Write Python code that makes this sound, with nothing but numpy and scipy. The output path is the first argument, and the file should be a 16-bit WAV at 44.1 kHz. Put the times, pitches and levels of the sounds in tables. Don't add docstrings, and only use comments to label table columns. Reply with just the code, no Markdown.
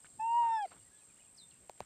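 import sys
import numpy as np
from scipy import signal
from scipy.io import wavfile
from scipy.ndimage import uniform_filter1d

SR = 44100
rng = np.random.default_rng(int(sys.argv[2]) if len(sys.argv) > 2 else 0)


def to_wav(sig):
    pcm = np.clip(np.atleast_2d(sig), -1, 1) * 32767
    pcm = np.round(pcm).astype(np.int16)
    wavfile.write(sys.argv[1], SR, pcm.T)


def how_loud(loudness_db):
    steps = np.asarray(loudness_db, float) / 20
    return 10 ** steps


N = 81585


def level(x, db):
    return x * how_loud(db) / np.sqrt(np.mean(x ** 2))


def band(x, hz, width):
    return signal.lfilter(*signal.iirpeak(hz, hz / width, fs=SR), x)


def steep(x, hz, width):
    return band(band(x, hz, width), hz, width)


def noise():
    return rng.standard_normal(N)


def walk(rate):
    k = int(SR / rate)
    w = np.repeat(rng.standard_normal(N // k + 1), k)
    w = uniform_filter1d(uniform_filter1d(w, k), k)[:N]
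    return (w - w.mean()) / w.std()


def swell(t, start, length, rise=.25):
    u = np.clip((t - start) / length, 0, 1)
    slope = np.minimum(u / rise, (1 - u) / (1 - rise))
    return np.sin(np.pi / 2 * np.clip(slope, 0, 1)) ** 2


def ring(t, start, hz, t60):
    u = np.maximum(t - start, 0)
    return np.sin(2 * np.pi * hz * u) * how_loud(-60 * u / t60)


def echo(x, t60, db):
    n = int(t60 * SR)
    tail = rng.standard_normal(N)[:n] * how_loud(-60 * np.arange(n) / n)
    tail = tail / np.sqrt(np.sum(tail ** 2))
    return x + how_loud(db) * signal.fftconvolve(x, tail)[:N]


# (frequency [Hz], density [dB per Hz])
AIR_SPECTRUM = [(15, -39), (25, -5), (133, 0), (664, -12.5), (874, -5), (1070, -15.5), (1910, -15),
                (6000, -20), (7800, -50), (13200, -120)]


def air():
    gust, buffet = walk(0.94), walk(25)
    f, density_db = np.array(AIR_SPECTRUM).T
    rustle = 0
    for hz in 45 * 2 ** np.arange(0, 7.5, .5):
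        db = np.interp(np.log(hz), np.log(f), density_db) + .4 * gust + 1.5 * walk(16)
        db = db + (hz < 300) * 2.5 * buffet
        rustle = rustle + how_loud(db) * steep(noise(), hz, hz / 1.66)
    hiss = np.diff(rng.standard_normal(N + 1)) * 0.083 + noise()
    return level(rustle, -69.5) + level(hiss, -77.5)


# (time [s], click rate [Hz], level [dB])
CICADA_COURSE = [(0.0, 699.5, -62), (0.05, 679.7, -59), (0.17, 685.5, -60), (0.252, 693.3, -61.5),
                 (0.478, 681.5, -62), (0.541, 689, -64.5), (0.808, 687, -61.5), (0.922, 686.7, -62.5),
                 (0.948, 700.4, -62), (1.06, 679.5, -61), (1.21, 679, -61), (1.338, 701, -63),
                 (1.484, 692, -62), (1.586, 685.6, -64), (1.844, 684, -64), (1.85, 681, -63)]
# (multiple of click rate [ratio], level [dB])
TYMBAL_LINES = [(10, -19), (11, -3.5), (12, 0), (13, -10), (14, -19)]


def cicada(t):
    throb_hz, throb_db = 57.9, 10
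    slip, quickening = .008, .033
    s, hz, db = np.array(CICADA_COURSE).T
    hz = np.interp(t, s, hz)
    beat = throb_hz * t + .35
    since = beat % 1
    offset = slip * noise()[beat.astype(int)]
    clicks = hz * since * (1 + quickening / 2 * (since - 1)) / throb_hz
    phase = 2 * np.pi * (clicks + offset)

    dips = np.cos(np.pi * since) ** 6 + .4 * np.exp(-((since - .45) / .08) ** 2)
    gate = how_loud(-throb_db * dips + walk(300))
    free_phase = 2 * np.pi * np.cumsum(hz) / SR
    near, far = 0, 0
    for k, line_db in TYMBAL_LINES:
        near = near + how_loud(line_db + 0.52 * walk(200) + .8 * walk(30)) * np.cos(k * phase)
        far = far + how_loud(line_db) * walk(600) * np.cos(k * free_phase)
    near = echo(gate * near, .03, -10)
    blur = level(steep(gate * noise(), 7870, 1700), -12)
    chorus = level(near, 0) + level(far, -8) + blur
    return level(chorus, 0) * how_loud(np.interp(t, s, db))


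# (time [s], length [s], start pitch [Hz], end pitch [Hz], level [dB])
BIRD_NOTES = [(1.363, .092, 7000, 3560, -59), (1.346, .011, 4200, 5400, -73),
              (1.506, .018, 5800, 2750, -70), (1.518, .014, 2750, 2650, -71), (1.532, .02, 2750, 2550, -73),
              (1.508, .009, 4600, 4000, -68), (1.53, .035, 2700, 1450, -77), (.845, .03, 1800, 2100, -75),
              (.868, .04, 2100, 1700, -75), (.9, .125, 1680, 1720, -73), (.94, .07, 3480, 3380, -79),
              (.978, .022, 4200, 3700, -73), (.984, .022, 3500, 3100, -75), (1.0, .05, 2900, 2250, -77),
              (1.09, .04, 2650, 2200, -76), (1.175, .05, 1400, 2850, -73), (1.195, .02, 3000, 2900, -71),
              (1.205, .03, 2900, 2250, -74), (1.24, .03, 3100, 2750, -73), (1.243, .016, 3800, 2900, -77),
              (1.262, .04, 2300, 2800, -77), (1.16, .035, 2300, 3600, -77), (.775, .022, 4200, 2600, -75),
              (.8, .025, 3000, 2800, -76), (.02, .016, 4900, 5100, -78), (.09, .02, 5200, 3700, -76),
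              (.815, .04, 4500, 4700, -81), (1.55, .04, 2300, 3100, -79)]


def birds(t):
    out = 0
    for s, length, from_hz, to_hz, db in BIRD_NOTES:
        share = .21 if from_hz > 5500 else .9
        end = np.exp(-1 / share)
        left = (np.exp(-np.clip((t - s) / length, 0, 1) / share) - end) / (1 - end)
        hz = (to_hz + (from_hz - to_hz) * left) * (1 + .011 * walk(120))
        whistle = np.sin(2 * np.pi * np.cumsum(hz) / SR)
        out = out + how_loud(db + 1.8 * walk(150)) * swell(t, s, length, .3) ** .55 * whistle
    return echo(out * np.sqrt(2), .12, -3)


# (time [s], peak level [dB], ring frequency [Hz])
LIP_POPS = [
    (.0458, -45, 1550),
    (.0498, -50, 1600),
    (.0553, -55, 2200),
    (.0575, -54, 2300),
    (.0633, -52, 1400),
    (.0674, -52, 2900),
    (1.8035, -50, 2200),
    (1.8118, -54, 2700),
]


def creak(t):
    t60 = 0.0085
    out = 0
    for s, db, hz in LIP_POPS:
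        out = out + how_loud(db) * (ring(t, s, hz, t60) + 0.47 * ring(t, s, 1.7 * hz, .4 * t60))
    return out


# (time [s], length [s], level [dB], centre frequency [Hz], bandwidth [Hz])
BREATH_PUFFS = [(.65, .018, -63, 2600, 2200), (.655, .028, -60, 420, 200), (.706, .042, -58.5, 850, 1200),
                (.705, .09, -67.5, 260, 400), (.735, .065, -65, 1100, 1200), (.626, .008, -60, 4800, 1400),
                (.655, .09, -73, 4550, 300), (.705, .05, -67, 2400, 1800), (.665, .05, -70, 1200, 2500),
                (.3, .4, -73, 450, 500), (.21, .11, -76, 2400, 1500), (1.803, .045, -57, 90, 110),
                (.05, .025, -66, 2200, 2500), (1.807, .05, -65, 1500, 2000), (1.59, .1, -73, 420, 300),
                (1.775, .035, -72, 2200, 2000)]


def puffs(t):
    out = 0
    for s, length, db, hz, width in BREATH_PUFFS:
        grainy = noise() * how_loud(2.2 * walk(300))
        out = out + swell(t, s, length, .2) ** 0.45 * level(steep(grainy, hz, width), db)
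    return out


# (time [s], pitch [Hz], level [dB], lopsidedness of the swing [0-1])
MEOW_ARCH = [
    (.199, 864, -37.5, .2),
    (.245, 905, -33.8, 0),
    (.3, 925, -32, .03),
    (.385, 954, -26.9, .1),
    (.505, 908, -31.6, .62),
    (.545, 903, -31, .85),
    (.608, 840, -37, .95),
    (.646, 780, -35.2, .5),
    (.659, 672, -41.5, .5),
]


def meow(t):
    grow_db_per_s, die_db_per_s = 3005.5, 3600
    s, *curves = np.array(MEOW_ARCH).T
    hz, db, lopsided = (uniform_filter1d(np.interp(t, s, c), size=250) for c in curves)
    before, after = np.maximum(s[0] - t, 0), np.maximum(t - s[-1], 0)
    edge = how_loud(-grow_db_per_s * before - die_db_per_s * after)
    phase = 2 * np.pi * np.cumsum(hz * (1 + .001 * walk(60))) / SR
    tone = how_loud(db) * (1 + how_loud(-41) * walk(150)) * np.sin(phase)
    voice = tone + overtones(phase, hz, db, lopsided) + subharmonics(t, phase)
    return np.sqrt(2) * voice * edge + rasp(t)


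# (multiple of pitch [ratio], level [dB], level followed [dB/dB], gain when lopsided [dB])
OVERTONE_LINES = [(2, -75, 1.6, 16), (3, -60, .2, -8), (4, -88, .2, 27), (5, -90, .8, 0), (6, -93, .2, 22),
                  (7, -92, .56, 4.5)]
# (frequency [Hz], width [Hz], gain [dB])
THROAT_RESONANCES = [(1370, 110, 15), (1705, 75, 14), (2150, 150, 4), (2720, 150, 3), (3230, 190, 10),
                     (3420, 50, -9), (3540, 120, 3), (3950, 110, 13), (4270, 70, 13), (4720, 150, 8),
                     (5030, 70, -22), (5280, 220, 10), (5680, 130, -10), (6650, 80, 8)]


def overtones(phase, hz, db, lopsided):
    out = 0
    for k, base_db, follow, lopsided_db in OVERTONE_LINES:
        throat_db = sum(d * np.exp(-((k * hz - f) / w) ** 2) for f, w, d in THROAT_RESONANCES)
        line_db = base_db + throat_db + follow * (db + 34.5) + lopsided_db * lopsided
        out = out + how_loud(line_db + 1.5 * walk(50)) * np.cos(k * phase + 0.13 * k * walk(46))
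    return out


def rasp(t):
    return level(steep(noise(), 1400, 1500), -63.5) * swell(t, .41, .21, 0.2) ** .5


# (multiple of pitch [ratio], level [dB])
THIRDS_LINES = [(2 / 3, -15), (4 / 3, 0), (5 / 3, -8), (7 / 3, -11), (8 / 3, -15), (10 / 3, -20),
                (11 / 3, -20)]


def subharmonics(t, phase):
    thirds_gate = swell(t, .415, .115, .3) ** 0.81
    halves_gate = swell(t, .5, .11, .3) ** 0.81
    out = 0
    for k, db in THIRDS_LINES:
        out = out + thirds_gate * how_loud(-59 + db + walk(40)) * np.sin(k * phase + 0.84 * walk(56))
    for k in (1.5, 2.5, 3.5):
        line = np.sin(k * phase + 0.4 * walk(70)) / (k - .5) ** 2.3
        out = out + halves_gate * how_loud(-65 + 2.8 * walk(51)) * line
    return out


# (time [s], peak level [dB], cheek frequency [Hz], length [s], tick level [dB])
LIP_SMACKS = [
    (1.6961, -35, 700, .0034, -41),
    (1.8048, -28, 710, .0026, -36),
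]


def smacks(t):
    out = 0
    for s, db, hz, length, tick_db in LIP_SMACKS:
        tick = ring(t, s, 6600, 0.00144) + 1.02 * ring(t, s, 4200, 0.00163)
        tick = tick + 0.89 * ring(t, s, 2500, 0.0029) + 0.33 * ring(t, s, 12000, 0.00075)
        cheek = swell(t, s - .0002, length, .0013 / length) ** .9 * np.sin(2 * np.pi * hz * (t - s))
        cavity = ring(t, s + 0.0019, 0.48 * hz, 0.018) + ring(t, s + 0.00602, hz, 0.013)
        out = out + how_loud(tick_db) * tick - how_loud(db) * cheek + how_loud(db - 16) * cavity
    return out


def scene():
    t = np.arange(N) / SR
    cat = creak(t) + puffs(t) + meow(t) + smacks(t)
    return (air() + cicada(t) + birds(t) + echo(cat, .1, -32))[None]


def band_limit(x):
    return signal.sosfilt(signal.butter(12, 15280, fs=SR, output="sos"), x)


def record(dry):
    low_pass = signal.ellip(8, .2, 70, 15150, fs=SR, output="sos")
    mix = signal.sosfilt(low_pass, dry)
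    return band_limit(mix)


dry = scene()
out = record(dry)
to_wav(out)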